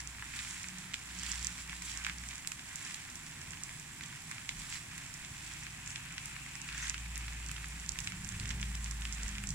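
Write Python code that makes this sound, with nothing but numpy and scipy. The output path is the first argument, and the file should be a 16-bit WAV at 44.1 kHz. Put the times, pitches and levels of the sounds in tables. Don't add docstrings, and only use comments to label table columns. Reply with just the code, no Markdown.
import sys
import numpy as np
from scipy import signal
from scipy.fft import rfft, irfft
from scipy.io import wavfile

SR = 44100
rng = np.random.default_rng(int(sys.argv[2]) if len(sys.argv) > 2 else 0)


def master_out(mix):
    frames = np.transpose(np.atleast_2d(mix))
    ceiling = np.clip(frames, -1, 1)
    pcm = np.round(ceiling * 32767).astype(np.int16)
    wavfile.write(sys.argv[1], SR, pcm)


def rack_gain(trim_db):
    fader = np.asarray(trim_db, float)
    return 10 ** (fader / 20)


N = 420713


def rms_one(x):
    return x / np.sqrt(np.mean(x ** 2) + 1e-20)


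def in_time(rows):
    s, *columns = np.transpose(rows)
    return [np.interp(np.arange(N) / SR, s, column) for column in columns]


def drift(rate_hz):
    r = np.exp(-80 * np.pi * rate_hz / SR)
    slow = signal.lfilter([1], [1, -2 * r, r * r], rng.standard_normal(N // 40 + 2002))
    slow = rms_one(slow[2000:])
    return np.interp(np.arange(N) / 40, np.arange(len(slow)), slow)


def ring(clicks, hz, cycles):
    r = rack_gain(-60 * hz / (cycles * SR))
    w = 2 * np.pi * hz / SR
    return signal.lfilter([1 - r, 0, r - 1], [1, -2 * r * np.cos(w), r * r], clicks + 1e-18)


def coloured(x, *spectra, size=4096):
    log_hz = np.log(np.maximum(np.arange(size // 2 + 1) * SR / size, 1))
    level_db = 0
    for spectrum in spectra:
        hz, db = np.transpose(spectrum)
        level_db = level_db + np.interp(log_hz, np.log(hz), db)
    cepstrum = irfft(np.log(rack_gain(level_db)))
    cepstrum[1:size // 2] *= 2
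    kernel = irfft(np.exp(rfft(cepstrum[:size // 2], size)))
    out = signal.oaconvolve(np.atleast_2d(x), kernel[None], axes=1)
    return out[:, :x.shape[-1]].reshape(x.shape)


def placed(x, lag, pan_db):
    return np.array([np.roll(x, int(round(lag))) * rack_gain(pan_db / 2), x * rack_gain(-pan_db / 2)])


def tone(hz, level_db, wobble_db):
    level = np.sqrt(2) * rack_gain(level_db + wobble_db * drift(10.0))
    return level * np.sin(2 * np.pi * np.cumsum(hz) / SR + rng.uniform(0, 5.32))


# pitch_hz, level_db
LEFT_PORT = [(300, -45.5), (600, -17), (900, -0.5), (1600, -2), (2600, -2.5), (3200, -7.5), (4200, -9.5),
             (7600, -9.5), (8200, -15.5), (9300, -6), (10500, -11), (12500, -22), (16000, -16),
             (16500, -70.5)]
# pitch_hz, level_db
RIGHT_PORT = [(400, -25.5), (1100, -2), (1650, 1.5), (2600, -2), (3100, -4), (4100, -8.5), (6200, -5),
              (7600, 1.5), (8000, -3), (8500, -8.5), (10000, -21), (12500, -20), (16000, -14.5),
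              (16500, -60)]
# pitch_hz, level_db
PLATE_COLOUR = [(2550, -1), (2900, -2.5), (3400, 0.5), (5100, 0), (5850, 1), (6250, -1.5), (6700, -1.06),
                (7900, 1)]


def ports(x):
    left = coloured(x[0], LEFT_PORT, PLATE_COLOUR)
    right = coloured(x[1], RIGHT_PORT, PLATE_COLOUR)
    return np.array([left, right])


# crest_s, rise_s, big_bubbles_db, small_bubbles_db
SURGES = [(0.0, 0.033, -1, 9), (.38, 0.14, 5, 8), (.52, 0.2, 1, 7.5), (.93, 0.62, 2, 2),
          (1.3, 0.25, 4.5, 10.5), (1.49, 0.16, 2.5, 5), (1.61, 0.051, 0, 7.5), (1.72, 0.11, 3.5, 5),
          (1.9, 0.11, -1.5, 9.5), (2.07, 0.22, 8, 4.5), (2.15, 0.073, -5, -1.5), (2.32, 0.093, 2.5, 5),
          (2.88, 0.26, 4.5, 6.5), (4.04, 0.043, 0, 2), (4.361, 0.21, 1, 2), (4.6, 0.083, 1, 8),
          (4.73, 0.087, 5, 11), (4.98, 0.29, 0.5, 3), (5.5, 0.27, 1.5, 6.5), (5.56, 0.049, 3, -4),
          (5.93, 0.33, 3, 0), (6.29, 0.07, 2, 3.5), (6.55, 0.12, 1, 3), (6.79, 0.15, 6.5, 7),
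          (6.87, 0.083, 5, 4.5), (7.561, 0.96, 2, 1.5), (8.01, 0.14, 0.5, 2), (8.49, 0.43, 3.5, 2),
          (8.89, .12, 1, 3), (9.23, 0.28, 4.5, 4)]


def vigour():
    t, swell = np.arange(0, N, 40) / SR, 0
    for s, rise, big_db, small_db in SURGES:
        shape = np.interp(t, [s - rise, s, s + rise], [0, 1, 0])
        swell = swell + shape * np.array([[big_db], [small_db]])
    return np.repeat(swell, 40, axis=1)[:, :N] - 51.5


def bubbles(per_s, low_hz, high_hz, cycles, size_db, clump_db, far_db, count):
    sizes = rack_gain(size_db * np.minimum(rng.exponential(1, N), 4.6)) * rng.choice([-1, 1], N)
    chance = per_s / SR * rack_gain(clump_db * (drift(9) + drift(60)))
    clicks = sizes * (rng.random(N) < chance)
    dealt, near, far = rng.integers(0, count, N), 0, 0
    wash = rng.standard_normal((2, 2, N))
    for k, hz in enumerate(np.geomspace(low_hz, high_hz, count)):
        lag, pan = rng.standard_normal(2)
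        near = near + placed(ring(clicks * (dealt == k), hz, cycles), 2.1 + 3.5 * lag, 0.58 * pan)
        if k % 4 == 2:
            far = far + ring(wash[k // 4 % 2], hz, cycles / 2)
    return rms_one(ports(rms_one(near) + rack_gain(far_db) * rms_one(far)))


def frying():
    big_db, small_db = vigour()
    big = bubbles(5000, 1660, 3120, cycles=6.1, size_db=3.0, clump_db=2.0, far_db=-4.5, count=10)
    small = bubbles(6000, 2410, 8850, cycles=4.5, size_db=4.0, clump_db=1.5, far_db=-5.5, count=8)
    tiny = bubbles(6000, 7440, 9800, cycles=3.4, size_db=2.0, clump_db=2.0, far_db=-14.5, count=6)
    crackle = bubbles(200, 1830, 9500, cycles=2.0, size_db=2.2, clump_db=2.0, far_db=-20, count=6)
    crackle_db = -60.5 + 0.8 * ((big_db + small_db) / 2 + 50)
    tiny_db = -55.5 + 0.088 * (small_db + 62.0)
    crowds = rack_gain(big_db - 1.5) * big + rack_gain(small_db - 3.0) * small
    return crowds + rack_gain(tiny_db) * tiny + rack_gain(crackle_db) * crackle


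# time_s, firing_hz, level_db
LORRY = [(0.0, 61, -51.5), (.4, 60.2, -58), (0.95, 60.7, -63), (1.41, 59.8, -45), (1.54, 58.66, -56),
         (2.28, 59.4, -50.5), (2.44, 57.9, -72), (2.68, 58, -69), (3.29, 56.5, -76), (5.55, 56.9, -59.5),
         (6.64, 56.54, -61), (6.75, 57.2, -50), (7.2, 56.85, -43), (7.81, 56.8, -48.5), (8.05, 56.34, -59),
         (8.56, 56.5, -41.5), (9.01, 54.85, -40.5), (9.54, 51.2, -46.5)]


def lorry():
    hz, first_db = in_time(LORRY)
    second_db = -64 + 0.62 * (first_db + 49.5)
    third_db = -79 + 1.44 * np.arange(N) / SR
    return tone(hz, first_db, 0.95) + tone(2 * hz, second_db, 0.63) + tone(3 * hz, third_db, 2.3)


def fan():
    return tone(np.full(N, 243.2), -73, 2.9)


# time_s, level_db
ROAD = [(0, -57), (2.5, -57.5), (3.5, -56), (4.6, -54), (6.6, -57.5), (7.2, -54.5), (7.9, -52),
        (8.48, -42.5), (9.01, -54), (9.3, -51.5), (9.54, -43)]
# pitch_hz, level_db
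ROAR = [(40, -24.5), (75, -1.5), (100, -0.5), (150, -1), (200, -6), (260, -27), (500, -63), (3000, -130)]
# pitch_hz, level_db
DEEP = [(10, -18), (28, -10), (40, -16), (48, -3), (70, -22), (200, -67), (900, -130)]


def road():
    roar_db, = in_time(ROAD)
    swing_db = roar_db + 56
    deep_db = -67 + swing_db
    hum_db = -64.5 + 0.46 * swing_db
    deep, roar, hum = rng.standard_normal((3, N))
    hum_spectrum = [(150, -19.5), (230, 3.0), (300, -2.0), (420, -9.5), (800, -35.5), (4000, -120)]
    out = rack_gain(deep_db + 0.5) * rms_one(coloured(deep, DEEP))
    out += rack_gain(roar_db - 2.0) * rms_one(coloured(roar, ROAR))
    return out + rack_gain(hum_db - 5.0) * rms_one(coloured(hum, hum_spectrum))


# pitch_hz, level_db
TOWN = [(20, -37), (60, -13.5), (150, -1.5), (250, -5.5), (310, -5), (400, -17.5), (520, -21), (750, -10),
        (1050, -7), (1500, -21), (3000, -55), (9000, -120)]


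def town():
    middle, side = rng.standard_normal((2, N))
    side_spectrum = [(20, -5), (100, 1), (200, -2), (350, -8.5), (520, -7.5), (800, -4.0),
                     (1300, -11), (3000, -70), (9000, -120)]
    differ = rack_gain(-66) * rms_one(coloured(side, side_spectrum))
    return rack_gain(-61.5) * rms_one(coloured(middle, TOWN)) + differ * [[1], [-1]]


def scattered(rows):
    return [(s, db, hz * (1 + 0.03 * rng.standard_normal()), pan) for s, db, hz, pan in rows]


# crest_s, peak_db, pitch_hz, left_right_db (as heard)
SMALL_POPS = [(0.004, -35, 2190.0, 2), (0.0581, -42, 2460.0, 1), (0.1487, -38, 2460.0, -6),
              (0.185, -39, 2190.0, -2), (0.1961, -35, 2430, -4), (0.338, -32.5, 2460, -5),
              (0.4494, -32, 2350.0, -3), (0.643, -34, 2320.0, -12), (1.5882, -35, 2290.0, -2),
              (1.7216, -38, 2160.0, -2), (1.8219, -33.5, 2470, -5), (2.0885, -31, 2133, -11),
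              (2.2067, -42, 2560.0, -4), (2.2384, -34.5, 2060.0, -7), (2.315, -36, 2100, -3),
              (2.3318, -33, 2050.0, -7.5), (2.4482, -32, 2600.0, -7), (2.5196, -27.5, 2410.0, -6),
              (2.7847, -38, 2520.0, -6), (2.9111, -34, 2380, 6), (3.4152, -42, 2495, 5),
              (3.5726, -34, 2780, -8), (3.6934, -34.5, 2360.0, 5), (3.7986, -42, 2330, 2),
              (4.1286, -36, 1990.0, 0), (4.3218, -33, 2090.0, -8), (4.7256, -33, 2630.0, -2),
              (4.9802, -37, 2188, -1.5), (5.3673, -38, 2438, -4), (5.516, -38, 2120.0, -7),
              (5.8732, -39, 2100, -2), (6.4633, -35, 2202, -3), (6.5546, -32.5, 2480, 4),
              (6.7482, -32.5, 2380.0, 1), (6.8437, -31, 2000.0, -9), (7.0604, -33.5, 2450.0, -6),
              (7.171, -31, 2396, -8), (7.2096, -34, 2670, -5), (7.3257, -34.5, 2200.0, -1),
              (7.4011, -39, 2100, -4.5), (7.4935, -30, 2500, -8), (7.5146, -32, 2490.0, 1),
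              (7.563, -32, 2640, -3), (7.5815, -31, 2320.0, -9), (7.958, -36, 2110, -1),
              (8.352, -36, 2230.0, 8), (8.7525, -36, 2426, 11), (8.774, -38, 2232, 7),
              (8.922, -37, 2060.0, -10), (9.2615, -34, 2565, -10)]


def small_pops():
    return [(s, db, hz, pan + 3) for s, db, hz, pan in SMALL_POPS]


# crest_s, peak_db, left_right_db (as heard)
SMALL_SPITS = [(0.004, -22.5, 7), (0.5093, -25, -9.5), (0.785, -26.5, -13), (0.9584, -36, -7),
               (0.9834, -37, -18), (1.4163, -30, -18), (1.6039, -34, -9), (2.0404, -29, -11),
               (2.0488, -37, -5), (2.2389, -35, -9), (2.2882, -26.5, -7), (2.3674, -38, -11),
               (2.3816, -30, -7), (2.7585, -23.5, -7.5), (2.8505, -27, -8), (2.9086, -32, -10),
               (2.945, -32, -2), (3.1007, -28, -10), (3.2339, -35, -8), (3.2654, -31, 1), (3.4155, -31, -1),
               (3.5198, -30, -14), (4.0228, -36, -6), (4.0398, -36, -15), (4.061, -30, -14),
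               (4.3466, -34, 2), (4.9801, -35, -7), (5.0635, -31, -11), (5.141, -27, 0), (5.2486, -35, -4),
               (5.3673, -34, -7), (5.5379, -29, -12), (5.6085, -36, -12), (5.6347, -31, -6),
               (5.9166, -31, -6), (6.1251, -34, -2), (6.5546, -28, -9), (6.617, -28, -16),
               (6.9808, -29, -9), (7.3328, -32, 4), (7.4874, -27, -10), (7.6575, -31, -10),
               (7.7991, -30, -11), (7.9197, -33, -15), (7.9887, -29, -11), (8.0407, -30, -15),
               (8.0456, -28, -13), (8.1215, -35, -8), (8.3234, -28, -12), (8.4078, -39, -10),
               (8.439, -32, -13), (8.477, -31, -13), (8.5057, -34, -5), (8.5107, -33, -7),
               (8.6093, -31, -11), (8.8611, -34, -10), (9.026, -35, -8), (9.0928, -35, -8),
               (9.1487, -31, -5), (9.4387, -33, -6.5)]


def small_spits():
    return scattered([(s, db, 6270, pan + 6) for s, db, pan in SMALL_SPITS])


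# crest_s, peak_db, left_right_db
SPITS = [(0.0743, -21.5, -14), (0.632, -25, -5), (1.234, -25, 5), (1.8219, -24.5, 12), (2.356, -26.5, 0),
         (2.474, -18, -9), (2.519, -24.5, -1), (2.7576, -26, 4), (2.943, -34, 1), (3.156, -26.5, 9),
         (3.6361, -23.5, 4), (3.7984, -28, -10), (4.3139, -28, 7.5), (4.98, -27, -4), (5.876, -23, -10),
         (6.2577, -28, 3), (6.617, -29, -9), (6.78, -23, -5), (6.8818, -23, 15), (7.178, -28, 12),
         (7.99, -33, -3), (8.29, -21.5, -7), (8.492, -24.5, 5), (8.753, -24, 12), (8.844, -23, 1),
         (8.912, -20, -14), (9.132, -27, -3), (9.2331, -22, -3), (9.439, -38, 17), (9.4905, -21, 0)]


def spits():
    return scattered([(s, db, 6410, pan) for s, db, pan in SPITS])


# start_s, peak_db, left_right_db
TICKS = [(0.1565, -53, 4), (1.2326, -43, 6.0), (1.4691, -42, 6), (1.8225, -43, 5.0), (2.0647, -40, 0),
         (2.4728, -31, 0), (2.5178, -38, -3), (2.7571, -41, 4.5), (2.9432, -42, 3.0), (3.1544, -46, -1),
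         (3.233, -48, 3), (3.6355, -46, 9), (3.7973, -47, 7), (4.3124, -41, -1), (4.618, -44, 1),
         (4.9787, -41, 0), (5.1392, -43, 2), (6.0575, -44, -2), (6.257, -37, 3), (6.8952, -55, 2.0),
         (7.1774, -31, 15), (7.514, -33, -11), (7.684, -38, 12), (7.89, -45, -1), (7.9877, -36, 1),
         (8.2752, -43, 2.5), (8.751, -46, 7.0), (8.9091, -45, 1), (9.0089, -45, 1.5), (9.4375, -41, 0)]


def ticks():
    return scattered([(s + 0.0009, db + 9, 11150, pan) for s, db, pan in TICKS])


# crest_s, peak_db, pitch_hz, left_right_db
POPS = [(0.2247, -30, 1640, 3), (0.391, -23, 3540, 3), (0.937, -23, 3230, -6), (0.9418, -15.5, 3130, -1),
        (1.265, -22, 3900, -22), (1.696, -24, 2812, -10), (2.0482, -18, 2962, -2),
        (2.0662, -18.5, 2010, -5), (2.0973, -21, 2370, -6), (2.4737, -20.5, 4020, -8),
        (2.5189, -26, 2925, -10), (2.9443, -24, 3874, 0), (4.0364, -24, 3530, -5),
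        (4.3136, -27.5, 2230, -1), (4.492, -16, 3276, 1), (5.9591, -21, 3154, 0), (6.181, -22, 3007, 0.5),
        (6.6891, -25.5, 2580, -0.5), (6.727, -30, 4490, 0), (6.870, -26.5, 3920, 0),
        (6.9435, -22.5, 2700, 1), (7.9888, -18.5, 3180, -3), (8.0738, -18, 3160, 1),
        (8.1211, -25.5, 2490, -6), (8.399, -22, 4236, -4), (8.4565, -24.5, 2955, -6),
        (8.5055, -23, 3080, 0), (8.5098, -25, 2970, -2), (8.629, -21.5, 3000, 4), (9.0205, -26, 3200, -2),
        (9.0532, -22, 2950, 2.5), (9.383, -22.5, 2880, -3)]


def big_pops():
    return POPS


# crest_s, pitch_hz
FAR_POPS = [(0.643, 2540), (1.73, 1863), (2.3102, 3420), (2.594, 3120), (3.5338, 2720), (4.01, 2270),
            (4.756, 2200), (5.2483, 3420), (4.3824, 2560), (4.6184, 4270), (4.7254, 3980), (5.667, 2380),
            (7.5145, 4200), (6.3646, 2160), (6.9033, 3230), (6.9794, 3240), (7.282, 2470), (7.566, 3300),
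            (7.644, 2065), (8.599, 2890), (8.7495, 3290), (8.861, 3100), (9.3534, 3040), (9.439, 2390)]


def far_pops():
    return [(s, -30, hz, -1) for s, hz in FAR_POPS]


# crest_s, peak_db, left_right_db
NEAR_SPITS = [(0.6863, -24, -7), (1.189, -25, -14), (1.196, -24, -8), (1.3177, -14.5, -14),
              (1.325, -23, -8), (1.357, -25, -12), (1.151, -32, -6), (1.394, -28, -6), (1.428, -23, -11),
              (1.581, -28, -6), (1.4467, -15.5, -27), (1.47, -13, -20), (1.917, -23.5, -7),
              (1.9742, -22, -4), (2.1844, -26, -8), (3.5075, -26, -11), (5.862, -28, -8), (5.905, -27, -6),
              (6.8973, -13, -9), (7.158, -23, -6), (7.4636, -26.5, -6), (7.863, -28, -20),
              (7.8924, -12.5, -20), (7.92, -23, -16), (8.0042, -21, -13), (8.247, -24, -12),
              (8.252, -35, -12), (8.615, -24, -9), (9.126, -21, -7), (9.2811, -23, -8),
              (9.2908, -25.5, -8.5), (9.4723, -20.5, -7), (9.505, -21.5, -1)]


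def near_spits():
    return scattered([(s, db, 6000, pan) for s, db, pan in NEAR_SPITS])


def burst(peak_db, hz):
    click = np.zeros(200)
    click[0] = -1
    crack = signal.lfilter([1, -2, 1], [1], click)
    if 5000 < hz < 8000:
        cycles, cup_db = 3.6, -27
    else:
        cycles, cup_db = 2.9 * rack_gain(-0.2 * (peak_db + 21.0)), -11.5

    def body(body_hz):
        return ring(ring(click, body_hz, cycles), body_hz, cycles)

    out = body(hz) + rack_gain(-30) * crack - rack_gain(cup_db) * body(hz / 2)
    if hz < 5000:
        out = out + rack_gain(-7) * body(1.55 * hz)
    return out


def bursts(gain_db, size=4000):
    rows = small_pops() + small_spits() + spits() + ticks() + big_pops() + far_pops() + near_spits()
    t = np.arange(size) / SR
    plate = rack_gain(-17 - 60 * t / 0.012) * (t > 0.0005)
    kitchen = rack_gain(-34.5 - 60 * t / 0.2) * (t > 0.005)
    heard = []
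    for s, peak_db, hz, pan_db in rows:
        bare = burst(peak_db, hz)
        tail = rng.standard_normal((2, size)) * (plate + kitchen)
        direct = placed(np.pad(bare, (0, size - len(bare))), 1.5 + 3.5 * rng.random(), pan_db)
        heard.append(direct + signal.fftconvolve(bare[None], tail, axes=1)[:, :size])
    heard = ports(np.swapaxes(heard, 0, 1)).swapaxes(0, 1)
    out = np.zeros((2, N + size))
    for (s, peak_db, *_), pop in zip(rows, heard):
        at = round(s * SR) - np.abs(pop).sum(axis=0).argmax()
        out[:, at:at + size] += pop / np.abs(pop).max() * rack_gain(peak_db + gain_db)
    return out[:, :N]


# time_s, pitch_hz, level_db
VAN = [
    (.45, 184.3, -75),
    (.75, 183, -54),
    (1.0, 182, -63.5),
    (1.4, 179.4, -60.5),
    (2.0, 174.6, -64),
    (2.7, 168, -67.5),
    (3.1, 159, -65),
]


def van():
    return tone(*in_time(VAN), 3.3)


# crest_s, length_s, pitch_hz, level_db, left_right_db
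JETS = [
    (0.51, 0.053, 7200, -53, -3),
    (1.285, 0.11, 4400, -51.5, -13),
    (1.285, 0.075, 3370, -49, -8),
    (2.088, .025, 2000, -49, -2),
    (4.74, 0.047, 4530, -55, -2),
    (6.76, 0.075, 1630, -50, -5),
    (6.85, .04, 1880, -50, -8),
    (6.84, 0.051, 6100, -49, 5),
    (5.9, 0.07, 7100, -54, -1),
    (6.48, 1.4, 2510, -62, 17.5),
]


def jets():
    t, out = np.arange(N) / SR, 0
    air = rng.standard_normal((2, N)) * rack_gain(2.5 * drift(45))
    for s, length, hz, db, pan_db in JETS:
        hiss = rms_one(ring(ring(air[0] + 0.6 * air, hz, 7), hz, 7))
        level = rack_gain(db + np.array([[pan_db], [-pan_db]]) / 2)
        out = out + level * np.exp(-((t - s) / length) ** 2) * hiss
    return out


# time_s, pitch_hz, level_db
CAR = [
    (3.1, 137.4, -73),
    (3.6, 137.6, -61.5),
    (4.9, 138.4, -63.5),
    (5.7, 131, -60),
    (6.7, 135.1, -60.5),
    (7.8, 147.3, -60),
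    (8.3, 195.6, -55.5),
    (9.0, 207.1, -62),
    (9.54, 200.3, -53),
]


def car():
    return tone(*in_time(CAR), 1.3)


# crest_s, length_s, pitch_hz, level_db
JOLTS = [
    (3.5, 0.16, 86.5, -55.5),
    (4.603, 0.072, 42, -53),
    (7.948, 0.11, 43, -54),
    (8.42, 0.085, 100, -51.5),
    (8.556, 0.069, 127, -51),
    (9.246, 0.077, 40.12, -47.5),
]


def jolts():
    t, out = np.arange(N) / SR, 0
    for s, length, hz, db in JOLTS:
        rumble = rms_one(ring(rng.standard_normal(N), hz, 12.0))
        out = out + rack_gain(db) * np.exp(-((t - s) / length) ** 2) * rumble
    return out


def scene():
    street = lorry() + fan() + road() + town() + van() + car() + jolts()
    return frying() + street + bursts(gain_db=1.0) + jets()


def low_pass(x):
    return signal.sosfilt(signal.butter(12, 16470, fs=SR, output="sos"), x)


def record(dry):
    hiss = coloured(rng.standard_normal(dry.shape), [(1000, -33), (4000, 6), (15100, 3.5), (15400, -58)])
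    return low_pass(dry + rack_gain(-67) * hiss)


dry = scene()
out = record(dry)
master_out(out)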